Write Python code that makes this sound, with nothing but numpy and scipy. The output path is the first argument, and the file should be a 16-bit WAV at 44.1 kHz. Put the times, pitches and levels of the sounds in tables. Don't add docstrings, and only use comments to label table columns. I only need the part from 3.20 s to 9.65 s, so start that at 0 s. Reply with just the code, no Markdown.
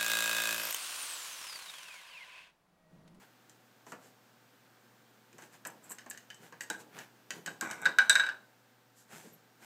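import sys
import numpy as np
from scipy import signal
from scipy.io import wavfile
from scipy.ndimage import uniform_filter1d

SR = 44100
rng = np.random.default_rng(int(sys.argv[2]) if len(sys.argv) > 2 else 0)


def wrap_up_sound(samples):
    columns = np.atleast_2d(samples).T
    tamed = np.clip(columns, -1, 1)
    steps = np.round(tamed * 32767).astype(np.int16)
    wavfile.write(sys.argv[1], SR, steps)


N = 284441
CLOCK = np.arange(N) / SR
RING_TIME = np.arange(SR // 4) / SR

# start_s, ring_db, upper_modes_re_ring_db, tick_re_ring_db
BOUNCES = [(3.5005, -29.5, -9.5, -1.5), (3.5425, -39.5, -19, -23), (4.2767, -33, -16, -25),
           (4.4103, -35.5, -16, 5.5), (4.6549, -16, -13, -21), (4.661, -21, -18, -18),
           (4.7855, -11, -16.5, -17.5), (4.8962, -11, -1, -4.5), (4.9538, -13.5, -7, -14.5),
           (4.9965, -16, -9.5, -27), (5.0357, -25, -29, -26), (5.0646, -26, -10.5, -21),
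           (5.0884, -24, -31, -26)]
# pitch_hz, gain_db, t60_s
COVER_MODES = [(1490, -14.5, .08), (1517.6, 2, 0.081), (1530, -19, 0.2), (1614.5, 5, 0.08),
               (1650, -11, 0.056), (2317, -8.5, 0.079), (3677, 0, 0.068), (3791, 0, 0.064),
               (3848, 7.5, .05), (4120, -3.5, .03), (4720, -21, .25), (6240, -1.5, .03), (7740, 4.5, 0.04),
               (7840, 1, 0.021)]
# start_s, knock_db, tick_db, pitch_hz, knock_t60_s
NUDGES = [(0.2957, -57, -52.5, 3170, 0.048), (2.1287, -55, -60, 2440, 0.057),
          (2.1826, -49.5, -53.5, 1990, 0.04), (2.222, -52, -52, 1630, 0.048),
          (2.451, -34, -43, 1670, 0.039), (2.7171, -43.5, -47, 1630, 0.048),
          (2.7847, -39.5, -47.5, 1710, 0.072), (2.91, -36.5, -42, 1730, 0.052),
          (2.948, -44.5, -72, 1660, 0.043), (2.9746, -43, -46.5, 1840, 0.048),
          (3.1024, -36, -50, 3050, 0.077), (3.1442, -56, -51.5, 1690, 0.048),
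          (3.3245, -45.5, -74, 1600, 0.069), (3.4079, -29.5, -38.5, 1880, 0.048),
          (3.7878, -36, -44.5, 1740, 0.048), (4.1056, -29.5, -36.5, 1860, 0.038),
          (4.261, -32.5, -36, 1770, 0.062), (4.5113, -32.5, -37, 1610, 0.048)]
# start_s, level_db, pitch_hz
DESK_THUDS = [(0.666, -47.5, 1030), (0.72, -39.5, 1390), (2.186, -48.5, 1050), (2.457, -39.5, 1330),
              (2.705, -46.5, 982), (2.862, -46, 1130), (3.324, -48, 1000), (3.5, -35, 1385),
              (4.272, -40.5, 1240), (4.423, -35.5, 1080), (4.656, -33.5, 1428)]
# time_s, level_db
DRAG_LEVEL = [(4.412, -41), (4.526, -42), (4.562, -55.5), (4.6, -52), (4.648, -42.5), (4.65, -40.5)]
# peak_s, length_s, level_db
CLAW_SKIDS = [(2.471, 0.0084, -35.5), (2.648, 0.038, -58), (2.715, 0.031, -43), (2.904, 0.0088, -33.5),
              (3.422, .025, -48), (4.619, .008, -52)]
# peak_s, length_s, rub_db, hiss_db
SLIDES = [(0.008, 0.093, -61, -70), (0.702, .08, -67, -61.5), (0.85, .09, -64.5, -66),
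          (2.227, 0.078, -58.5, -64.5), (2.34, 0.053, -61, -65), (2.67, 0.088, -64, -69),
          (3.244, 0.078, -60, -65), (3.606, 0.035, -58, -57.5), (3.783, .11, -51, -79),
          (4.15, 0.07, -55.5, -70), (5.793, 0.076, -76, -63), (5.938, 0.081, -54, -63),
          (6.008, 0.2, -60.5, -62), (6.45, 0.089, -55.5, -63.5)]
# peak_s, length_s, level_db
PRESSES = [(2.148, .05, -62.5), (3.238, .09, -63.5), (3.63, .05, -69), (4.18, 0.14, -56), (4.3, .09, -56),
           (4.44, .02, -46), (6.066, 0.046, -54.5), (6.135, 0.058, -63.5)]

# frequency_hz, gain_db
DESK_SPECTRUM = [(60, -10.5), (110, -14), (150, 1.5), (205, 4), (420, 2.5), (700, 0.5), (1100, 0),
                 (1500, -4), (2500, -10), (5000, -49)]
KNOCK_SPECTRUM = [(300, -23.5), (1000, -11.5), (1400, -7), (1700, 12.5), (2300, -2), (3000, 3), (3450, -13),
                  (4000, -9), (4800, -5), (6000, -11), (12000, -45.5)]
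TICK_SPECTRUM = [(1000, -30), (3000, -9), (5200, -5), (6400, 3.5), (7200, 2), (8100, 3), (8800, -6),
                 (10200, -12), (12200, -10), (13600, -13.5), (15500, -19.5)]
RASP_SPECTRUM = [(150, -13.5), (380, -3.5), (600, -2), (900, 4), (1300, -0.5), (2250, 8.5), (2750, -9),
                 (3300, -21), (5000, -24), (5650, -5.5), (6400, -14), (7650, -6.5), (9000, -27)]
SKID_SPECTRUM = [(4000, -54), (6500, -21), (7400, -5.5), (8100, -3.5), (8900, -19), (10400, -19.5),
                 (12200, -13.5), (13300, -16.5), (15000, -25)]
BUMP_SPECTRUM = [(60, -37), (130, -7.5), (185, -0.5), (280, -9.5), (400, -4), (600, -14), (1500, -37)]
RUB_SPECTRUM = [(150, -4), (450, -12), (800, 5), (1150, -4.5), (1600, 3.5), (1950, -1), (2350, -3),
                (2900, -5), (4000, -11), (8000, -17)]
HISS_SPECTRUM = [(1500, -22.5), (3000, -4), (5000, -1), (7500, 8), (9800, -3), (12500, 0), (15500, -17)]
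AIR_SPECTRUM = [(40, -4), (95, -12.5), (135, -1), (155, -5.5), (230, 2), (330, -2.5), (900, -6.5),
                (1600, -5.5), (2100, -10.5), (4000, -14), (8000, -18.5), (10200, -24), (15000, -17.5)]

# time_s, level_db
BACKGROUND_LEVEL = [(0, -64.5), (4.8, -63.5), (5.3, -65.5), (5.75, -67), (6.45, -64.5)]
# pitch_hz, level_db
HUM_TONES = [(119.3, -73.5), (240, -85.5), (501, -81.5), (753, -80.5), (890, -82), (1565, -83),
             (8640, -100)]
# time_s, level_db
WHINE_LEVEL = [(0, -97), (1.3, -95), (1.6, -103), (6.45, -99)]
# delay_s, gain
REFLECTIONS = [(.0062, 0.077), (.0093, 0.13), (0.0125, .12), (0.0313, 0.13)]
# frequency_hz, t60_s
ROOM_DECAY = [(150, 0.84), (600, 0.76), (1600, 0.27), (4000, 0.34), (7500, 0.27), (14000, 0.44)]


def clatter():
    out = np.zeros(N)
    for start_s, ring_db, upper_db, tick_db in BOUNCES:
        ring = at_energy(cover_ring(upper_db), ring_db, over_s=.0029)
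        far_side_s = .026 * (1 + rng.random()) / 2
        add(ring, far_side_s, at_energy(cover_ring(upper_db), ring_db - 16.5, over_s=.00092))
        tick = at_energy(burst(TICK_SPECTRUM, t60_s=.016, rise_s=.0002), ring_db + tick_db, over_s=.002)
        knock = at_energy(burst(KNOCK_SPECTRUM, t60_s=.072, rise_s=.00071), ring_db - 10.5, over_s=.0022)
        desk = coloured(burst(DESK_SPECTRUM, t60_s=.22, rise_s=.004), [(300, -14), (1000, 2)])
        thud = at_energy(desk, ring_db - 18, over_s=.0025)
        add(out, start_s, room(ring + tick + knock + thud, wet_db=-7))
    return out


def cover_ring(upper_db):
    lowest_hz, upper_hz = COVER_MODES[0][0], 3800
    ring = np.zeros(len(RING_TIME))
    for hz, db, t60_s in COVER_MODES:
        height = np.log(hz / lowest_hz) / np.log(upper_hz / lowest_hz)
        detuned_hz = hz * (1 + .0054 * rng.standard_normal())
        ring += gain_of(db + upper_db * height) * mode(detuned_hz, t60_s)
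    attack = 1 - np.exp(-RING_TIME / .0032)
    contact_db = 9.5 * np.exp(-(RING_TIME / .011) ** 2)
    return ring * attack * gain_of(contact_db)


def clicks():
    out = np.zeros(N)
    for start_s, knock_db, tick_db, hz, t60_s in NUDGES:
        rebound_s = .017 * (.5 + rng.random())
        for delay_s, touch_db in [(0, 0), (rebound_s, -15.5)]:
            note = gain_of(-2) * unit_rms(mode(hz, t60_s / 2))
            plastic = unit_rms(burst(KNOCK_SPECTRUM, t60_s, rise_s=.0003))
            knock = at_energy(plastic + note, knock_db, over_s=.0011)
            ring = at_energy(cover_ring(upper_db=-7.5), knock_db - 12.5, over_s=.00093)
            tick = at_energy(burst(TICK_SPECTRUM, t60_s=.024, rise_s=.00015), tick_db, over_s=.0023)
            thud = at_energy(burst(DESK_SPECTRUM, t60_s=.2, rise_s=.0059), knock_db - 12, over_s=.00059)
            add(out, start_s + delay_s, gain_of(touch_db) * room(thud + knock + ring + tick, wet_db=-4.5))
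    return out


def thuds():
    out = np.zeros(N)
    for start_s, db, hz in DESK_THUDS:
        thud = at_energy(burst(DESK_SPECTRUM, t60_s=.14, rise_s=.0017), db, over_s=.004)
        note = at_energy(mode(hz, t60_s=.033), db - 3, over_s=.0018)
        knock = at_energy(burst(KNOCK_SPECTRUM, t60_s=.1, rise_s=.0005), db - 4, over_s=.0016)
        tick = at_energy(burst(TICK_SPECTRUM, t60_s=.024, rise_s=.0003), db - 8, over_s=.002)
        add(out, start_s, room(thud + note + knock + tick, wet_db=-6.5))
    return out


def rim_drag():
    slips = grains(per_s=950, spread_db=-4.5)
    cover_response = sum(gain_of(db) * mode(hz, t60_s) for hz, db, t60_s in COVER_MODES)
    ring = signal.oaconvolve(slips, cover_response)[:N]
    ring = gain_of(4) * texture(ring, [(1600, 4), (3800, -14.5), (8000, -13.5)])
    catches = gain_of(-16.5) * texture(grains(per_s=70, spread_db=-1.5), TICK_SPECTRUM)
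    rasp = texture(slips, RASP_SPECTRUM)
    level = gain_of(np.interp(CLOCK, *np.transpose(DRAG_LEVEL), left=-120, right=-120))
    return room(level * unit_rms(ring + catches + rasp), wet_db=-7)[:N]


def claw_skids():
    chatter = texture(grains(per_s=2100, spread_db=4), SKID_SPECTRUM)
    return room(swells(CLAW_SKIDS) * chatter, wet_db=-15.5)[:N]


def paw_strokes():
    rub_level = swells((peak_s, length_s, db) for peak_s, length_s, db, _ in SLIDES)
    hiss_level = swells((peak_s, length_s, db) for peak_s, length_s, _, db in SLIDES)
    bump_level = gain_of(-6) * rub_level + swells(PRESSES)
    bump = bump_level * texture(rng.standard_normal(N), BUMP_SPECTRUM)
    rub = rub_level * texture(grains(per_s=3300, spread_db=-.5), RUB_SPECTRUM)
    hiss = hiss_level * texture(rng.standard_normal(N), HISS_SPECTRUM)
    return room(bump + rub + hiss, wet_db=-14.5)[:N]


def claw_squeak():
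    pitch_hz = 12170 * (1 + .034 * unit_rms(uniform_filter1d(rng.standard_normal(N), SR // 1000)))
    return gain_of(-56) * swell(peak_s=6.14, length_s=.024) * tone(pitch_hz)


def computer():
    air = texture(rng.standard_normal(N), AIR_SPECTRUM)
    air *= gain_of(np.interp(CLOCK, *np.transpose(BACKGROUND_LEVEL)))
    hum = np.zeros(N)
    for hz, db in HUM_TONES:
        drift = uniform_filter1d(rng.standard_normal(N), SR // 8)
        waver = unit_rms(uniform_filter1d(drift, SR // 8))
        hum += gain_of(db) * np.sqrt(2) * tone(hz * (1 + .001 * waver))
    whine_hz = 12963
    whine = np.sqrt(2) * np.sin(2 * np.pi * whine_hz * CLOCK)
    whine *= gain_of(np.interp(CLOCK, *np.transpose(WHINE_LEVEL)))
    return air + hum + whine


def room(x, wet_db):
    hz, time_s, spectrum = signal.stft(rng.standard_normal(SR // 2), SR, nperseg=256)
    decay = gain_of(-60 * time_s / at_frequency(ROOM_DECAY, hz)[:, None])
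    tail = signal.istft(spectrum * decay, SR)[1]
    tail *= 1 - np.exp(-(np.arange(len(tail)) / SR / .0025) ** 2)
    response = gain_of(wet_db) * tail / np.linalg.norm(tail)
    response[0] = 1
    for delay_s, gain in REFLECTIONS:
        add(response, delay_s, np.array([gain]))
    return signal.fftconvolve(x, response)


def mode(hz, t60_s):
    return gain_of(-60 * RING_TIME / t60_s) * np.sin(2 * np.pi * hz * RING_TIME)


def burst(spectrum, t60_s, rise_s):
    envelope = gain_of(-60 * RING_TIME / t60_s) * (1 - np.exp(-RING_TIME / rise_s))
    return coloured(envelope * rng.choice([-1., 1.], len(envelope)), spectrum)


def grains(per_s, spread_db):
    size = gain_of(spread_db * np.minimum(rng.exponential(1, N), 4))
    return size * rng.standard_normal(N) * (rng.random(N) < per_s / SR)


def tone(hz):
    return np.sin(2 * np.pi * np.cumsum(hz) / SR)


def swell(peak_s, length_s, rise_share=.42):
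    share = np.where(CLOCK < peak_s, rise_share, 1 - rise_share)
    return np.exp(-((CLOCK - peak_s) / (share * length_s)) ** 2)


def swells(strokes):
    return sum(gain_of(db) * swell(peak_s, length_s) for peak_s, length_s, db in strokes)


def coloured(x, spectrum):
    hz = abs(np.fft.fftfreq(4096, 1 / SR))
    log_gain = np.log(gain_of(at_frequency(spectrum, hz)))
    taps = np.fft.ifft(np.exp(np.conj(signal.hilbert(log_gain)))).real
    return signal.oaconvolve(x, taps[:len(taps) // 2])[:len(x)]


def texture(excitation, spectrum):
    return unit_rms(coloured(excitation, spectrum))


def at_frequency(table, hz):
    table_hz, values = np.transpose(table)
    return np.interp(np.log(hz + 1), np.log(table_hz + 1), values)


def at_energy(x, db, over_s):
    return gain_of(db) * x / np.sqrt(np.sum(x ** 2) / (over_s * SR) + 1e-20)


def unit_rms(x):
    return x / np.sqrt(np.mean(x ** 2) + 1e-20)


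def gain_of(db):
    return 10 ** (np.asarray(db) / 20)


def add(mix, start_s, sound):
    part = mix[max(round(start_s * SR), 0):][:len(sound)]
    part += sound[:len(part)]


def scene():
    impacts = clicks() + thuds() + clatter()
    friction = paw_strokes() + claw_skids() + claw_squeak() + rim_drag()
    return (impacts + friction + computer())[None]


def record(dry):
    bass_cut = signal.butter(N=4, Wn=108, btype="high", fs=SR, output="sos")
    treble_cut = signal.firwin(255, cutoff=15600, window=("kaiser", 9), fs=SR)
    return signal.oaconvolve(signal.sosfilt(bass_cut, dry), treble_cut[None], "same")


dry = scene()
out = record(dry)
wrap_up_sound(out)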